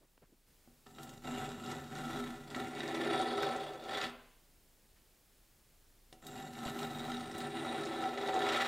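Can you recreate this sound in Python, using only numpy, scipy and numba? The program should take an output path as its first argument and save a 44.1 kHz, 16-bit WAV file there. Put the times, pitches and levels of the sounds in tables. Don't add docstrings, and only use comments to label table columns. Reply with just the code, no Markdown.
import sys
import numpy as np
from scipy import signal
from scipy.fft import rfft, irfft, next_fast_len
from scipy.io import wavfile
from scipy.ndimage import uniform_filter1d
from numba import njit

SR = 44100
rng = np.random.default_rng(int(sys.argv[2]) if len(sys.argv) > 2 else 0)


def generate_wav(sig):
    pcm = np.round(np.clip(np.atleast_2d(sig).T, -1, 1) * 32767).astype(np.int16)
    wavfile.write(sys.argv[1], SR, pcm)


N = 382523


def undb(db):
    return 10 ** (np.asarray(db) / 20)


def curve(rows):
    seconds, *columns = np.transpose(rows)
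    return [np.interp(np.arange(N) / SR, seconds, column) for column in columns]


def unit(x):
    return x / np.sqrt(np.mean(x ** 2))


def walk(rate):
    steps = np.arange(N) / SR * rate
    return unit(np.interp(steps, np.arange(4096), rng.standard_normal(4096)))


def colour(x, points):
    size = next_fast_len(len(x) + 4096) // 2 * 2
    hz, db = np.transpose(points)
    bins_hz = np.arange(size // 2 + 1) * SR / size
    log_gain = np.log(undb(np.interp(np.log(bins_hz + 1), np.log(hz), db)))
    cepstrum = irfft(log_gain)[:size // 2]
    cepstrum[1:] *= 2
    return irfft(rfft(x, size) * np.exp(rfft(cepstrum, size)))[:len(x)]


def band(x, lo_hz, hi_hz):
    sos = signal.butter(2, [lo_hz, min(hi_hz, .48 * SR)], "band", fs=SR, output="sos")
    return signal.sosfilt(sos, signal.sosfilt(sos, x))


@njit
def moving_bandpass(x, hz, width_hz):
    y, band_state, low_state = np.empty(len(x)), 0., 0.
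    for i in range(len(x)):
        g, k = np.tan(np.pi * hz[i] / SR), width_hz[i] / hz[i]
        v = (band_state + g * (x[i] + 1e-18 - low_state)) / (1 + g * (g + k))
        band_state = 2 * v - band_state
        low_state = low_state + 2 * g * v
        y[i] = k * v
    return y


def resonate(x, hz, width_hz):
    return moving_bandpass(x, hz * np.ones(len(x)), width_hz * np.ones(len(x)))


def ring(force, response):
    return signal.oaconvolve(force, response)[:N]


def add(out, start_s, x):
    i = max(int(start_s * SR), 0)
    out[i:i + len(x)] += x[:N - i]


# lowest Hz, highest Hz,
# level in dB at the usual effort, dB per dB of effort, dB from handle (0) to tip (1), dB while skating,
# dB as the tip runs out, judder in dB of drive.
FRAME_REGISTERS = [(46.5, 206.5, -47, 0.5, -21.5, -3, 3, 1.8), (250.7, 942, -47, 1., 1, 1, -5.5, -0.9),
                   (1100, 4650, -50.5, 1, -4.5, -2, 8, 2), (5100, 14800, -60, 0.68, -11.5, 1.5, 8.5, 2)]
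TEETH_PER_S, TEETH_GAIN_PER_S = 140, 115


def filing(frame):
    effort_db = effort_above_usual()
    touching, place, skating, run_out = travel()
    force = blade(teeth(TEETH_PER_S + TEETH_GAIN_PER_S * place), place)
    judder = walk(150)

    def register(lo_hz, hi_hz, db, shake_db):
        response = band(frame, lo_hz, hi_hz)
        drive = force * undb(shake_db * judder)
        power = ring(drive, response) ** 2
        smooth_power = uniform_filter1d(uniform_filter1d(power, size=2400), size=1200, origin=-400)
        slow_level = np.sqrt(smooth_power)
        return ring(drive * touching * undb(db) / slow_level, response)

    out = np.zeros(N)
    for lo_hz, hi_hz, db, follow, along_db, skate_db, tip_db, shake_db in FRAME_REGISTERS:
        level_db = db + follow * effort_db
        level_db = level_db + along_db * place + skate_db * skating + tip_db * run_out
        out = out + register(lo_hz, hi_hz, level_db, shake_db)
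    return out


# time in seconds, effort in dB.
HAND_EFFORT = [
    [(0.86, -58), (0.87, -61), (0.93, -66), (0.99, -52), (1.16, -57), (1.21, -69), (1.25, -43), (1.42, -41),
     (1.57, -51.5), (1.71, -41), (1.89, -56.5), (1.92, -45), (2.19, -40.5), (2.46, -56.5), (2.58, -38.5),
     (2.7, -47.5), (2.75, -43), (3.15, -32), (3.22, -34), (3.25, -36.5), (3.45, -34), (3.74, -46),
     (3.79, -51), (3.93, -37), (4.04, -38), (4.1, -51)],
    [(6.22, -58), (6.27, -50), (6.29, -51.5), (6.4, -45.5), (6.52, -53), (6.68, -39), (6.72, -46),
     (6.84, -38.5), (6.87, -46), (7.1, -41), (7.29, -47), (7.45, -39), (7.5, -48), (7.54, -40), (7.79, -38),
     (7.86, -41), (8.07, -36.5), (8.1, -42), (8.28, -35), (8.29, -31), (8.31, -40), (8.38, -31.5),
     (8.4, -33), (8.53, -31.5), (8.63, -34), (8.67, -38.5)],
]
USUAL_EFFORT_DB = -44.5


def effort_above_usual():
    return curve(np.vstack(HAND_EFFORT))[0] - USUAL_EFFORT_DB


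def teeth(rate, uneven=.45, snap_spread_db=3.0, chip_s=0.0035, chips_db=7, rub_db=3):
    passed = np.cumsum(rate * np.exp(uneven * walk(260))) / SR
    size = np.clip(rng.standard_normal(N), -2, 1.3)
    snaps = np.diff(np.floor(passed), prepend=0) * undb(snap_spread_db * size)
    tearing = signal.lfilter([1], [1, -np.exp(-1 / (chip_s * SR))], snaps)
    chips = tearing * rng.standard_normal(N)
    rub = rng.standard_normal(N)
    return unit(unit(snaps) + undb(chips_db) * unit(chips) + undb(rub_db) * rub)


# start in seconds, end in seconds, contact point the stroke
# heads for (0 handle, 1 tip), moment of fastest travel in seconds, time to gather way in seconds.
FILE_PASSES = [(0.86, 4.1, .76, 2.95, .3), (6.22, 8.67, .82, 7.9, .36)]
START_PLACE = .1
BITE_S = 0.57
RUN_OUT_S = 0.33


def travel():
    t = np.arange(N) / SR
    touching, place, skating, run_out = np.zeros((4, N))
    for start, end, reach, fastest, gather_s in FILE_PASSES:
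        progress = 1 / (1 + np.exp((fastest - t) / gather_s))
        begun = t >= start - .1
        place = np.where(begun, START_PLACE + (reach - START_PLACE) * progress, place)
        skating = np.where(begun, np.exp(-((t - start) / BITE_S) ** 2), skating)
        run_out = np.where(begun, np.clip(1 + (t - end) / RUN_OUT_S, 0, 1), run_out)
        touching = touching + (t > start) * (t <= end)
    return uniform_filter1d(touching, size=400), place, skating, np.sin(np.pi / 2 * run_out) ** 2


# pitch in Hz, width in Hz, best contact point
# (0 handle, 1 tip), reach around it on the same scale, lift in the first pass in dB, lift in the second
# pass in dB; both lifts are before flutter.
FILING_RESONANCES = [(766, 145, 0.67, .9, -19, -4.5), (1398, 220, 0.092, 0.17, -3.5, -7),
                     (2200, 880, 0.39, 0.14, 2, -21), (2800, 270, 0.084, 0.031, 4, 6),
                     (3463, 120, 0.61, 0.5, 6.5, -5), (3914, 144, 0.076, 0.84, -5, 4),
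                     (4560, 640, 0.61, 0.18, 3.5, -15), (7400, 800, .1, 0.016, 3, 8),
                     (9000, 780, 0.33, 0.13, -3, 11), (9350, 800, 0.57, 0.11, 9, -17),
                     (11500, 360, .11, .035, 7, 13), (14700, 900, 0.15, .04, -10, 11)]
FLUTTER_DB, FLUTTER_PER_S = 3, 45


def blade(force, place, handle_hz=205, tip_hz=700, breadth=0.45, lift_db=7, yield_share=0.32,
          yield_ratio=0.21):
    bend_hz = handle_hz * (tip_hz / handle_hz) ** place
    out = force + undb(lift_db) * resonate(force, bend_hz, breadth * bend_hz)
    yield_hz = yield_ratio * bend_hz
    out = out - np.clip(yield_share * 2 * place, 0, .8) * resonate(out, yield_hz, yield_hz)
    between_passes_s = (FILE_PASSES[0][1] + FILE_PASSES[1][0]) / 2
    second = np.arange(N) / SR > between_passes_s
    for hz, width_hz, best, reach, first_db, second_db in FILING_RESONANCES:
        share = np.exp(-((place - best) / reach) ** 2)
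        flutter_db = FLUTTER_DB * walk(FLUTTER_PER_S)
        db = np.where(second, second_db, first_db) + flutter_db
        out = out + undb(db) * share * resonate(force, hz, width_hz)
    return out


# pitch in Hz, relative energy in dB, time to fall 60 dB in seconds.
TUBE_MODES = [(148.1, -4.5, 0.18), (242.6, 1, 0.32), (260, -10.5, 0.71), (331, -4.5, 0.13),
              (353, -9.5, 0.22), (402.4, -1.5, 0.41), (555, -16, 0.13), (591.3, -11, 0.057),
              (752.4, -0.5, 0.54), (777, 1, 0.28), (1053, -20, 0.27), (1116, -9.5, 0.17),
              (1298, -0.5, 0.076), (1318.5, 1.5, 0.45), (1394, -3.5, 0.54), (1535, -13.5, 0.35),
              (1767, -3.5, 0.12), (1918, -7.5, 0.23), (1955, -3, 0.36), (1930, -22, 0.95),
              (2188, -32, 0.96), (2220, -14, 0.25), (2780, -12.5, 0.05), (3414, -8, 0.072), (3767, -4, 0.1),
              (3748, -13, 0.037), (4390, -14.5, 0.087), (5280, -19, 0.05)]
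# frequency in Hz, relative level in dB per Hz.
STEEL_CROWD = [(40, -11), (90, -8), (170, -8), (330, -8), (600, -2), (1000, 0), (2000, -6), (3000, -7.5),
               (4200, -11.5), (5200, -12.5), (7000, -12), (9500, -17.5), (10600, -21), (15500, -20.5)]


def frame_response(rings_db=0, clusters_db=-3, cluster_breadth=0.016, crowd_db=-7, direct_db=-6,
                   crowd_t60=0.74, treble_t60=0.15):
    t = np.arange(int(.7 * SR)) / SR

    def fade(t60):
        return np.exp(-np.log(1000) * t / t60) / np.sqrt(t60)

    rings, clusters = np.zeros((2, len(t)))
    for hz, db, t60 in TUBE_MODES:
        tone = undb(db) * np.cos(2 * np.pi * hz * t)
        rings += tone * fade(t60)
        clusters += tone * fade(2 / (cluster_breadth * hz))
    modes = undb(rings_db) * unit(rings) + undb(clusters_db) * unit(clusters)
    modes = signal.sosfilt(signal.butter(2, 6000, fs=SR, output="sos"), modes)
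    noise = rng.standard_normal(len(t))
    body = band(noise, 51, 3900) * fade(crowd_t60)
    treble = band(noise, 3100, 27000) * fade(treble_t60)
    crowd = colour(body + treble, STEEL_CROWD)
    tick = colour(1. * (t == 0), STEEL_CROWD)
    whole = unit(modes) + undb(crowd_db) * unit(crowd) + undb(direct_db) * unit(tick)
    return unit(whole) / np.sqrt(len(t))


def splinters(frame, per_s=30, spread_db=4, top_db=12, db=-64, follow=0.59, above_hz=3000,
              below_hz=11500, crack_s=.0007):
    size_db = np.minimum(spread_db * rng.exponential(size=N), top_db)
    breaks = (rng.random(N) < per_s / SR) * undb(size_db)
    cracks = signal.lfilter([1], [1, -np.exp(-1 / (crack_s * SR))], breaks) * rng.standard_normal(N)
    ticks = unit(ring(cracks, band(frame, above_hz, below_hz)))
    touching = travel()[0]
    return ticks * touching * undb(db + follow * effort_above_usual())


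# start in seconds, build-up in seconds, level in dB.
TUBE_SQUEALS = [(3.196, 0.043, -45), (8.014, 0.046, -35), (8.274, .035, -33.5), (8.325, 0.058, -29.5)]


def squeals(hz=768, waver_hz=10, release_s=0.014):
    t = np.arange(N) / SR
    swell = np.zeros(N)
    for start, length, db in TUBE_SQUEALS:
        build_up = np.clip((t - start) / length, 0, 1)
        release = np.exp(-np.maximum(t - start - length, 0) / release_s)
        swell += undb(db) * build_up * release
    return swell * unit(np.sin(2 * np.pi * np.cumsum(hz + waver_hz * walk(100)) / SR))


# start in seconds, level in dB before the common gain,
# lower edge of its band in Hz.
TOOTH_SNAGS = [(0.867, -46.5, 2200), (0.984, -42, 2000), (1.031, -37, 6400), (1.092, -40, 4500),
               (1.137, -47, 5000), (1.2426, -41, 1500), (2.546, -26, 1100), (2.8037, -25.5, 1290),
               (3.424, -35, 5970), (3.4304, -20.5, 1510), (4.0132, -25, 1710), (6.1263, -41.5, 3600),
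               (6.2666, -34, 5450), (6.551, -38, 1700), (6.6686, -34, 2350), (6.79, -31, 2980),
               (6.8294, -31.5, 2600), (7.117, -30, 2000), (7.381, -36, 9000), (7.4036, -31, 1700),
               (8.0381, -27.5, 1490), (8.175, -28, 1500), (8.4881, -21, 1870)]


def snags(frame, gain_db=12, rise_s=.001, crack_s=0.0024, span=3.5):
    out, t = np.zeros(N), np.arange(800) / SR
    for start, db, above_hz in TOOTH_SNAGS:
        crack = rng.standard_normal(len(t)) * (1 - np.exp(-t / rise_s)) * np.exp(-t / crack_s)
        edges_hz = [min(above_hz, .3 * SR), min(span * above_hz, .45 * SR)]
        sos = signal.butter(2, edges_hz, "band", fs=SR, output="sos")
        sound = signal.fftconvolve(crack, signal.sosfilt(sos, frame))
        add(out, start, undb(db + gain_db) * sound / np.linalg.norm(sound))
    return out


# start in seconds, level in dB before the common gain,
# frequency in Hz above which the contact is dull.
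BLADE_KNOCKS = [(0.676, -38.5, 352), (0.866, -46, 1450), (0.985, -40.5, 1490), (2.564, -29, 300),
                (3.21, -30.5, 900), (3.431, -27, 1400), (4.058, -24, 252), (6.127, -34, 506),
                (6.661, -9, 55)]


def knocks(frame, gain_db=17, chatter_s=0.018, chatter_db=-3):
    force, t = np.zeros(N), np.arange(2000) / SR
    for start, db, dull_hz in BLADE_KNOCKS:
        chatter = rng.standard_normal(len(t)) * np.exp(-t / chatter_s)
        bump = (t == 0) + undb(chatter_db) * chatter / np.linalg.norm(chatter)
        softened = signal.sosfilt(signal.butter(2, dull_hz, fs=SR, output="sos"), bump)
        add(force, start, undb(db + gain_db) * softened)
    return ring(force, frame)


# start in seconds, level in dB, length in seconds,
# centre in Hz, width in Hz (each of two filters is twice as wide).
MICROPHONE_RUBS = [(0.005, -70, 0.055, 293, 260), (0.177, -59.5, 0.003, 400, 626),
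                   (0.215, -63, 0.029, 218, 200), (0.216, -76, 0.045, 1400, 700),
                   (0.283, -76, 0.028, 240, 100), (0.318, -66, 0.027, 240, 70),
                   (4.958, -75, .04, 1700, 1500)]


def handling():
    out, t = np.zeros(N), np.arange(8192) / SR
    for start, db, length, hz, width_hz in MICROPHONE_RUBS:
        rub = rng.standard_normal(len(t)) * np.sin(np.pi * np.minimum(t / length, 1)) ** .5
        rub = resonate(resonate(rub, hz, 2 * width_hz), hz, 2 * width_hz)
        add(out, start, undb(db) * unit(rub) * np.sqrt(length / t[-1]))
    return out


# frequency in Hz, relative level in dB per Hz.
ROOM_AIR = [(11, -33), (18, -21), (36, -9.5), (90, -17.5), (304, -23), (371, -23.5), (521, -26.5),
            (752, -28.5), (1090, -31.5), (15500, -34)]
# frequency in Hz, relative level in dB per Hz.
ROOM_SIDE = [(30, -1), (200, -5), (1000, -20.5), (15500, -19.5)]
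# time in seconds, gain in dB.
ROOM_RISE = [(0.46, -8.5), (0.48, -4)]
# middle in seconds, half length in seconds, level in dB.
LOW_TONE_SWELLS = [(1.35, 0.22, -64), (2.202, 0.26, -63), (4.4, 0.33, -74), (6.102, 0.41, -73),
                   (7.1, .25, -68)]
AIR_DB, SIDE_DB = -63.5, -76.5
LOW_TONE_DB = -74


def background(tone_hz=26):
    t = np.arange(N) / SR
    air = undb(AIR_DB) * unit(colour(rng.standard_normal(N), ROOM_AIR))
    side = undb(SIDE_DB) * unit(colour(rng.standard_normal(N), ROOM_SIDE))
    swell = undb(LOW_TONE_DB) * np.ones(N)
    for middle, half, db in LOW_TONE_SWELLS:
        swell += undb(db) * np.exp(-((t - middle) / half) ** 2)
    low_tone = swell * unit(np.sin(2 * np.pi * np.cumsum(tone_hz + 2 * walk(18)) / SR))
    left_right = air + side * np.array([[1], [-1]])
    return left_right * undb(curve(ROOM_RISE)[0]) + low_tone


def scene():
    frame = frame_response()
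    file_work = filing(frame) + splinters(frame) + squeals()
    accidents = snags(frame) + knocks(frame)
    return file_work + accidents + handling() + background()


TOP_HZ = 15720


def record(dry):
    notched = signal.lfilter(*signal.iirnotch(5945, 55, fs=SR), dry)
    return signal.sosfilt(signal.ellip(10, .2, 70, TOP_HZ, fs=SR, output="sos"), notched)


dry = scene()
out = record(dry)
generate_wav(out)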